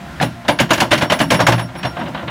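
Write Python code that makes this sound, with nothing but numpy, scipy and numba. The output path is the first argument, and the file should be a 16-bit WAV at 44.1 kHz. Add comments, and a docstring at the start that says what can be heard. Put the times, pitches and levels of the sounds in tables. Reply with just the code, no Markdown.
"""A backhoe's steel bucket bangs about ten times a second to shake off mud, then lifts and chatters on.
Each bang is a few knocks in the loose pins that make the bucket and arm ring; one hard bang sets the
long boom humming. Dry pins squeal thinly, and a line of trees sends back a faint echo of the steel.
Underneath, a diesel engine and its hydraulic pump run, and the machine rumbles and drones under load."""
import sys
import numpy as np
from scipy import signal
from scipy.fft import rfft, irfft
from scipy.io import wavfile
from scipy.ndimage import uniform_filter1d
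from numba import njit

SR = 44100
rng = np.random.default_rng(int(sys.argv[2]) if len(sys.argv) > 2 else 0)


def bounce(signal):
    """Save signal as a 16-bit WAV file at the path given by the first command-line argument."""
    frames = np.transpose(np.atleast_2d(signal))
    limited = np.clip(frames, -1, 1)
    pcm = np.round(limited * 32767).astype(np.int16)
    wavfile.write(sys.argv[1], SR, pcm)


N = 101429


def gain(db):
    """Turn decibels into a number to multiply by."""
    return 10 ** (np.asarray(db) / 20)


def at_hz(hz, table):
    """Look up a pitch between (pitch [Hz], value) points, with octaves evenly spaced."""
    pitches, values = np.array(table, float).T
    return np.interp(np.log(np.maximum(hz, 1)), np.log(pitches), values)


def over_time(table):
    """Join (time [s], value) points with straight lines."""
    return np.interp(np.arange(N) / SR, *np.array(table, float).T)


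def coloured(sound, table):
    """Turn each pitch up or down by the table, then set the average strength (rms) to 1."""
    hz = np.arange(len(sound) // 2 + 1) * SR / len(sound)
    shaped = irfft(rfft(sound) * gain(at_hz(hz, table)), len(sound))
    return shaped / shaped.std()


def wobble(per_s):
    """A random drift, about 1 in size, that takes a new direction per_s times a second."""
    step = int(SR / per_s)
    drift = uniform_filter1d(np.repeat(rng.standard_normal(N // step + 2), step), step)[:N]
    return drift / drift.std()


def tone(hz):
    """A pure tone of strength (rms) 1 that follows a moving pitch."""
    return np.sqrt(2) * np.sin(2 * np.pi * np.cumsum(hz) / SR)


@njit
def resonate(turn, keep, when, size):
    """Add up fading notes. when and size have a row for each knock and a column for each note."""
    out, push = np.zeros(N), np.zeros(N)
    for note in range(len(turn)):
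        push[:] = 1e-18
        for knock in range(len(when)):
            if 0 <= when[knock, note] < N:
                push[when[knock, note]] += size[knock, note] * np.sin(turn[note])
        a, b = 2 * keep[note] * np.cos(turn[note]), keep[note] ** 2
        last, before = 0., 0.
        for i in range(N):
            last, before = (push[i] - b * before) + a * last, last
            out[i] += last
    return out


def ring(hz, ring_s, times, db):
    """Strike notes, each pushed one way or the other; ring_s is the time to fade by 60 dB."""
    keep = np.exp(-np.log(1000) / (np.maximum(ring_s, .005) * SR))  # share left after each sample
    way = np.sign(rng.standard_normal(np.shape(db)))
    return resonate(2 * np.pi * hz / SR, keep, (times * SR).astype(np.int64), np.sqrt(2) * way * gain(db))


# Tone colour of the exhaust (pitch [Hz], relative level [dB])
EXHAUST_COLOUR = [(30, -24), (75, -24), (160, 7), (240, 7), (400, -39), (1000, -8), (4000, -35),
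                  (16000, -75)]

def diesel(speed, firing_hz=78.7, level_db=-48, uneven_db=3.5):
    """Each firing sends a puff down the exhaust, some stronger than others."""
    firings = np.diff(np.floor(np.cumsum(firing_hz * speed) / SR), prepend=0)
    puffs = firings * gain(uneven_db * rng.standard_normal(N))
    return gain(level_db) * coloured(puffs, EXHAUST_COLOUR)


# Tones in the pump's whine (multiple of the lowest pitch, level [dB])
PUMP_TONES = [(1, -47.5), (2, -48), (3, -53), (4, -50)]

def pump(speed, pitch_hz=347.4, flutter_db=4.0):
    """The hydraulic pump whines as it spins; each of its tones flutters in level."""
    return sum(gain(db + flutter_db * wobble(17)) * tone(multiple * pitch_hz * speed)
               for multiple, db in PUMP_TONES)


# Tone colour of the rumble (pitch [Hz], relative level [dB])
RUMBLE_COLOUR = [(25, -17), (70, 5.5), (110, -9.5), (170, 1), (260, -7), (440, -21.5), (650, -10.5),
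                 (1100, -18), (1500, -15), (2200, -19.5), (5000, -31), (10000, -39.5), (16000, -44.5)]
# How loud the rumble is (time [s], level [dB])
RUMBLE_LEVEL = [(0, -32.5), (.2, -30.5), (.4, -34.5), (1.7, -35), (2.0, -31.5), (2.3, -35)]

def rumble():
    """The moving machinery makes a broad, low noise."""
    return gain(over_time(RUMBLE_LEVEL)) * coloured(rng.standard_normal(N), RUMBLE_COLOUR)


def machine():
    """Engine and pump share a shaft, so their speeds waver together over the rumble."""
    speed = 1 + 0.00084 * wobble(6.4)
    return diesel(speed) + pump(speed) + rumble()


# Tone colour of the drone (pitch [Hz], relative level [dB])
DRONE_COLOUR = [(100, -23), (150, 5), (172, 4), (215, -3.5), (280, -3), (400, -47), (1500, -51)]
# How loud the drone is (time [s], level [dB])
DRONE_LEVEL = [(0, -45), (.9, -60), (1.27, -24), (1.7, -37), (1.93, -41), (2.12, -28), (2.3, -33)]

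def drone():
    """A low, hollow hum swells as the arm takes the load."""
    return gain(over_time(DRONE_LEVEL)) * coloured(rng.standard_normal(N), DRONE_COLOUR)


def squeal(hz, curve, gain_db, flicker_db=1, waver=0.0011):
    """A dry pin sings on one rough, flickering note while it turns."""
    level = np.interp(np.arange(N) / SR, *np.array(curve).T, left=-np.inf, right=-np.inf)
    grit = 1 + .2 * wobble(310)
    loudness = gain(level + gain_db + flicker_db * wobble(34.7))
    return loudness * grit * tone(hz * (1 + waver * wobble(240)))


# How the low and the high squeal swell and fade (time [s], relative level [dB])
LOW_SQUEAL_LEVEL = [(.21, -54), (.25, -40), (.36, -76), (.9, -72), (.97, -34), (1.02, -42), (1.09, -42),
                    (1.11, -36), (1.14, -41), (1.174, -44), (1.196, -50), (1.246, -33.5), (1.278, -53),
                    (1.308, -33), (1.38, -36.5), (1.426, -31), (1.444, -38.5), (1.484, -32), (1.584, -45),
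                    (1.618, -37), (1.664, -40), (1.73, -89), (1.768, -47), (1.796, -39), (1.83, -53),
                    (1.878, -29), (1.92, -47), (1.966, -76), (2.008, -44), (2.05, -67)]
HIGH_SQUEAL_LEVEL = [(0.15, -71), (0.186, -92), (0.222, -38), (0.258, -41), (0.34, -69), (0.454, -72),
                     (0.484, -55), (0.526, -34.5), (0.572, -61), (0.612, -31.5), (0.68, -83), (0.71, -41),
                     (0.844, -45), (0.892, -72), (0.922, -42), (1.056, -48), (1.082, -67), (1.134, -34),
                     (1.196, -48), (1.22, -33.5), (1.272, -55), (1.334, -32.5), (1.442, -46.5),
                     (1.634, -40.5), (1.71, -79), (1.792, -42), (1.824, -69.5), (1.87, -42.5),
                     (1.974, -80.5), (2.0, -48)]
# Higher tones that jingle along (pitch [Hz], level next to the high squeal [dB])
JINGLE_TONES = [(10150, -16), (11130, -14), (13740, -18), (14700, -16), (15280, -20)]

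def pins(low_hz=5529, high_hz=9866, low_db=-3, high_db=-0.5):
    """The dry pins give two squeals; unsteady jingling tones follow the higher one."""
    low = squeal(low_hz, LOW_SQUEAL_LEVEL, low_db)
    high = squeal(high_hz, HIGH_SQUEAL_LEVEL, high_db)
    jingle = sum(squeal(hz, HIGH_SQUEAL_LEVEL, high_db + db, flicker_db=4, waver=.0035)
                 for hz, db in JINGLE_TONES)
    return low + high + jingle


# Tone colour of the bucket's plates (pitch [Hz], relative level in a band 1 Hz wide [dB])
PLATE_COLOUR = [(40, -67), (85, -53), (115, -26.5), (200, -32), (310, -28.5), (420, -38.5), (600, -23),
                (780, -28), (1000, -26), (1250, -31), (1600, -28), (2100, -34), (3100, -36), (4300, -42.5),
                (6500, -49.5), (8500, -58), (12000, -62.5), (16000, -69)]
# How long the plates ring (pitch [Hz], ring time [s])
PLATE_RING_TIME = [(100, 0.16), (300, 0.23), (800, .16), (2500, 0.13), (7000, 0.1), (15000, 0.17)]

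def plate_notes(count=800):
    """Steel plates ring at many crowded notes: rows of (pitch [Hz], level [dB], ring time [s])."""
    edges = np.linspace(np.sqrt(50), np.sqrt(16000), count + 1) ** 2
    width = np.diff(edges)
    hz = edges[:-1] + width * rng.random(count)
    ring_s = at_hz(hz, PLATE_RING_TIME) * np.exp(0.1 * rng.standard_normal(count))
    db = at_hz(hz, PLATE_COLOUR) + 10 * np.log10(width)
    return np.column_stack([hz, db, ring_s])


def strike_spots(hz, count, group=7, depth_db=2.5, full_hz=3000):
    """Each knock lands on a new spot and favours its own groups of high notes; gives dB changes."""
    uneven = uniform_filter1d(rng.standard_normal((count, len(hz))), group, axis=1) * np.sqrt(group)
    return depth_db * uneven * np.minimum(hz / full_hz, 1)


# Knocks in the loose pins (time [s], relative level [dB], extra bass [dB], clang [dB], sizzle [dB])
KNOCKS = [ (0.199, -30, 12, 9.5, -14), (0.212, -20.5, 13, -0.5, 4), (.222, -29.5, -1, 12.5, 16),
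          (0.237, -26, 14.5, -20, 3), (0.447, -33, 9, -3.5, -12), (.481, -21.5, 5, 11.5, 10),
          (0.486, -11.5, 2, -20, -1.5), (.588, -23, -2, 10.5, 4), (0.599, -15.5, 9, 3.5, 9.5),
          (0.615, -35, 24, -14, -13), (0.691, -28.5, -15, 0, -1), (.705, -10, 1.5, -1.5, 3),
          (.732, -26, 1, 11.5, 18.5), (0.776, -22, 8.5, 2, 5), (.802, -23, 3, 12.5, 19),
          (.814, -12, 2.5, -12, -10.5), (.908, -24.5, 4, 3, 7), (.914, -14, 6, 4.5, 3.5),
          (.929, -19, 4, 7, 10.5), (0.976, -27, 14, 8.5, 12.5), (1.009, -22.5, 5.5, 4, -2),
          (1.019, -14.5, 5, -1.5, 2), (1.099, -18.5, 9.5, 4.5, 4), (1.119, -14, 2.5, 1, 5),
          (1.189, -32.5, -3, 13.5, 19), (1.201, -13.5, 6, 1, -2), (1.211, -27.5, -8, -1, 17),
          (1.304, -14.5, 4, 3, 10), (1.317, -13.5, 5, -1.5, 2), (1.341, -19.5, 8.5, 2, 5.5),
          (1.391, -15.5, 2, -5.5, -16), (1.401, -13, 2, -1, 2.5), (1.429, -39, 21.5, -12, -8),
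          (1.466, -14.5, -13, 5.5, 9.5), (1.484, -13, 1, -4.5, 3.5), (1.520, -14.5, 1.5, -2, 1),
          (1.578, -29.5, 7, 3.5, 1), (1.592, -23.5, -0.5, -1, 0), (1.687, -34.5, 4, -6, -19),
          (1.751, -31, 11, -1.5, -15), (1.786, -37.5, -5, 4, -10), (1.829, -26, 4.5, 4.5, -1),
          (1.848, -19, -0.5, -4, -5.5), (1.966, -23.5, -27, -7.5, -35), (1.99, -33, 11, -2, -15),
          (2.010, -24, 5, -9.5, -30), (2.056, -31.5, 4, 1.5, -41), (2.080, -27.5, 6, -14, -4.5),
          (2.145, -26, -14, -0.5, -24), (2.191, -36.5, -14, 0, -26), (2.225, -26.5, 8.5, -13.5, -15)]
# Where a knock's bass ends, its middle and clang start and end, and its sizzle starts (pitch [Hz])
BAND_EDGES = [220, 550, 1000, 2200, 4000, 7500]
# Clear notes of the bucket and arm (pitch [Hz], relative level [dB], ring time [s])
CLEAR_NOTES = [(118, -19, .45), (169, -24.5, .55), (258, -24, .42), (598, -17.5, .22), (886, -22, .35),
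               (1440, -20, .16), (1667, -18.5, .2), (2010, -22, .18), (2790, -16, .16), (2980, -25, .2),
               (3520, -25, .15), (3850, -25.5, .15), (4420, -28.5, .14), (5529, -38, .45), (5790, -34, .22),
               (6918, -39, .14)]
# How long a knock takes to spread through the steel (pitch [Hz], longest delay [s])
SPREAD_TIME = [(100, 0.01188), (700, 0.006917), (2500, 0.0055), (10000, .004)]

def bucket(scatter_db=2.0):
    """Every knock rings the same steel notes in its own mix; low notes tend to answer last."""
    hz, db, ring_s = np.vstack([plate_notes(), CLEAR_NOTES]).T
    knocks = np.vstack([chatter(), KNOCKS])
    force_db = np.array([
        level + np.interp(np.log(hz), np.log(BAND_EDGES), [bass, 0, 0, clang, clang, sizzle])
        for _, level, bass, clang, sizzle in knocks])
    delay = rng.random(force_db.shape) * at_hz(hz, SPREAD_TIME)
    mix_db = strike_spots(hz, len(knocks)) + scatter_db * rng.standard_normal(force_db.shape)
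    return ring(hz, ring_s, knocks[:, :1] + delay, db + force_db + mix_db)


# Single notes that stand out of the bangs (time [s], pitch [Hz], level [dB])
PINGS = [(0.201, 1718, -14), (.212, 756, -10), (0.224, 161.5, -14.5), (.232, 552, -15), (.234, 845, -16),
         (.488, 2280, -28), (.497, 990, -14), (0.594, 2280, -13), (.599, 554, -15), (0.711, 1223, -20.5),
         (.715, 2800, -11.5), (.808, 2820, -21), (0.812, 1365, -18), (.927, 2270, -18), (.488, 597, -6),
         (0.488, 293, -13.5), (0.605, 1730, -17), (0.733, 5680, -22), (0.733, 6950, -20.5),
         (0.8, 2990, -29), (0.821, 1000, -13), (.914, 328, -11), (.916, 8740, -27.5), (.930, 602, -6.5),
         (1.1, 3070, -15), (1.121, 602, -10), (1.490, 350, -14), (1.214, 287, -16), (1.304, 3190, -13),
         (1.319, 503, -10.5), (1.433, 162, -14), (1.467, 1650, -10), (1.469, 1430, -10.5),
         (1.485, 845, -7.5), (1.848, 123, -19), (1.993, 726, -17)]
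# How long they ring (pitch [Hz], ring time [s])
PING_RING_TIME = [(150, 0.2), (600, 0.057), (2000, 0.034), (7000, 0.062)]

def pings():
    """Some knocks land squarely and bring out one short hollow note or ping."""
    sound = np.zeros(N)
    for time, hz, db in PINGS:
        pitch = np.array([hz], float)
        sound += ring(pitch, at_hz(pitch, PING_RING_TIME), np.array([[time]]), np.array([[db]]))
    return sound


# Tone colour of the echo (pitch [Hz], relative level [dB])
ECHO_COLOUR = [(100, 8), (1000, -19), (4000, 6), (15000, -3)]

def tree_echo(sound, level_db=-23.5, build_s=0.011, fade_s=0.42):
    """Trees and walls scatter the sound back as a faint, smeared echo."""
    t = np.arange(SR) / SR
    fade = np.exp(-np.log(1000) * t / fade_s)
    build = np.minimum(t / build_s, 1) ** 2
    echo = coloured(rng.standard_normal(SR), ECHO_COLOUR) * fade * build
    return gain(level_db) * signal.fftconvolve(sound, echo / np.linalg.norm(echo))[:N]


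# Deep notes of the boom, the big beam that carries the arm (pitch [Hz], level [dB], ring time [s])
BOOM_NOTES = [(62, -23, 0.26), (118.7, -10.5, 0.58), (173.33, -23, 1)]

def boom(bang_s=1.482):
    """One hard bang shakes the whole boom, which shudders on unevenly."""
    hz, db, ring_s = np.array(BOOM_NOTES, float).T.copy()
    shudder = 1 + .2 * wobble(70)
    return shudder * ring(hz, ring_s, np.full((1, len(hz)), bang_s), db[None, :])


# Tone colour of the small, dull knocks (extra bass [dB], clang [dB], sizzle [dB])
CHATTER_BANDS = [1.9, 0, -37]

def chatter(start_s=1.9, per_s=36, count=17, level_db=-39.5, scatter_db=6.5):
    """The slack joints rattle as the arm lifts: more rows of knocks for bucket() to play."""
    times = start_s + (np.arange(count) + rng.random(count)) / per_s
    db = level_db + scatter_db * rng.standard_normal(count)
    return np.column_stack([times, db, np.tile(CHATTER_BANDS, (count, 1))])


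def scene():
    """The banging steel, its echo, the squealing pins and the running machine, in one channel."""
    steel = bucket() + pings()
    return (steel + tree_echo(steel) + boom() + pins() + machine() + drone())[None, :]


def record(dry):
    """Thin out the deepest bass, round off the loudest peaks and cut the very highest sounds."""
    low_cut_hz, ceiling, top_hz = 69, .97, 15800
    thin = signal.sosfilt(signal.butter(2, low_cut_hz, "high", fs=SR, output="sos"), dry)
    rounded = thin / (1 + (thin / ceiling) ** 6) ** (1 / 6)
    return signal.sosfilt(signal.ellip(10, .2, 80, top_hz, fs=SR, output="sos"), rounded)


dry = scene()
out = record(dry)
bounce(out)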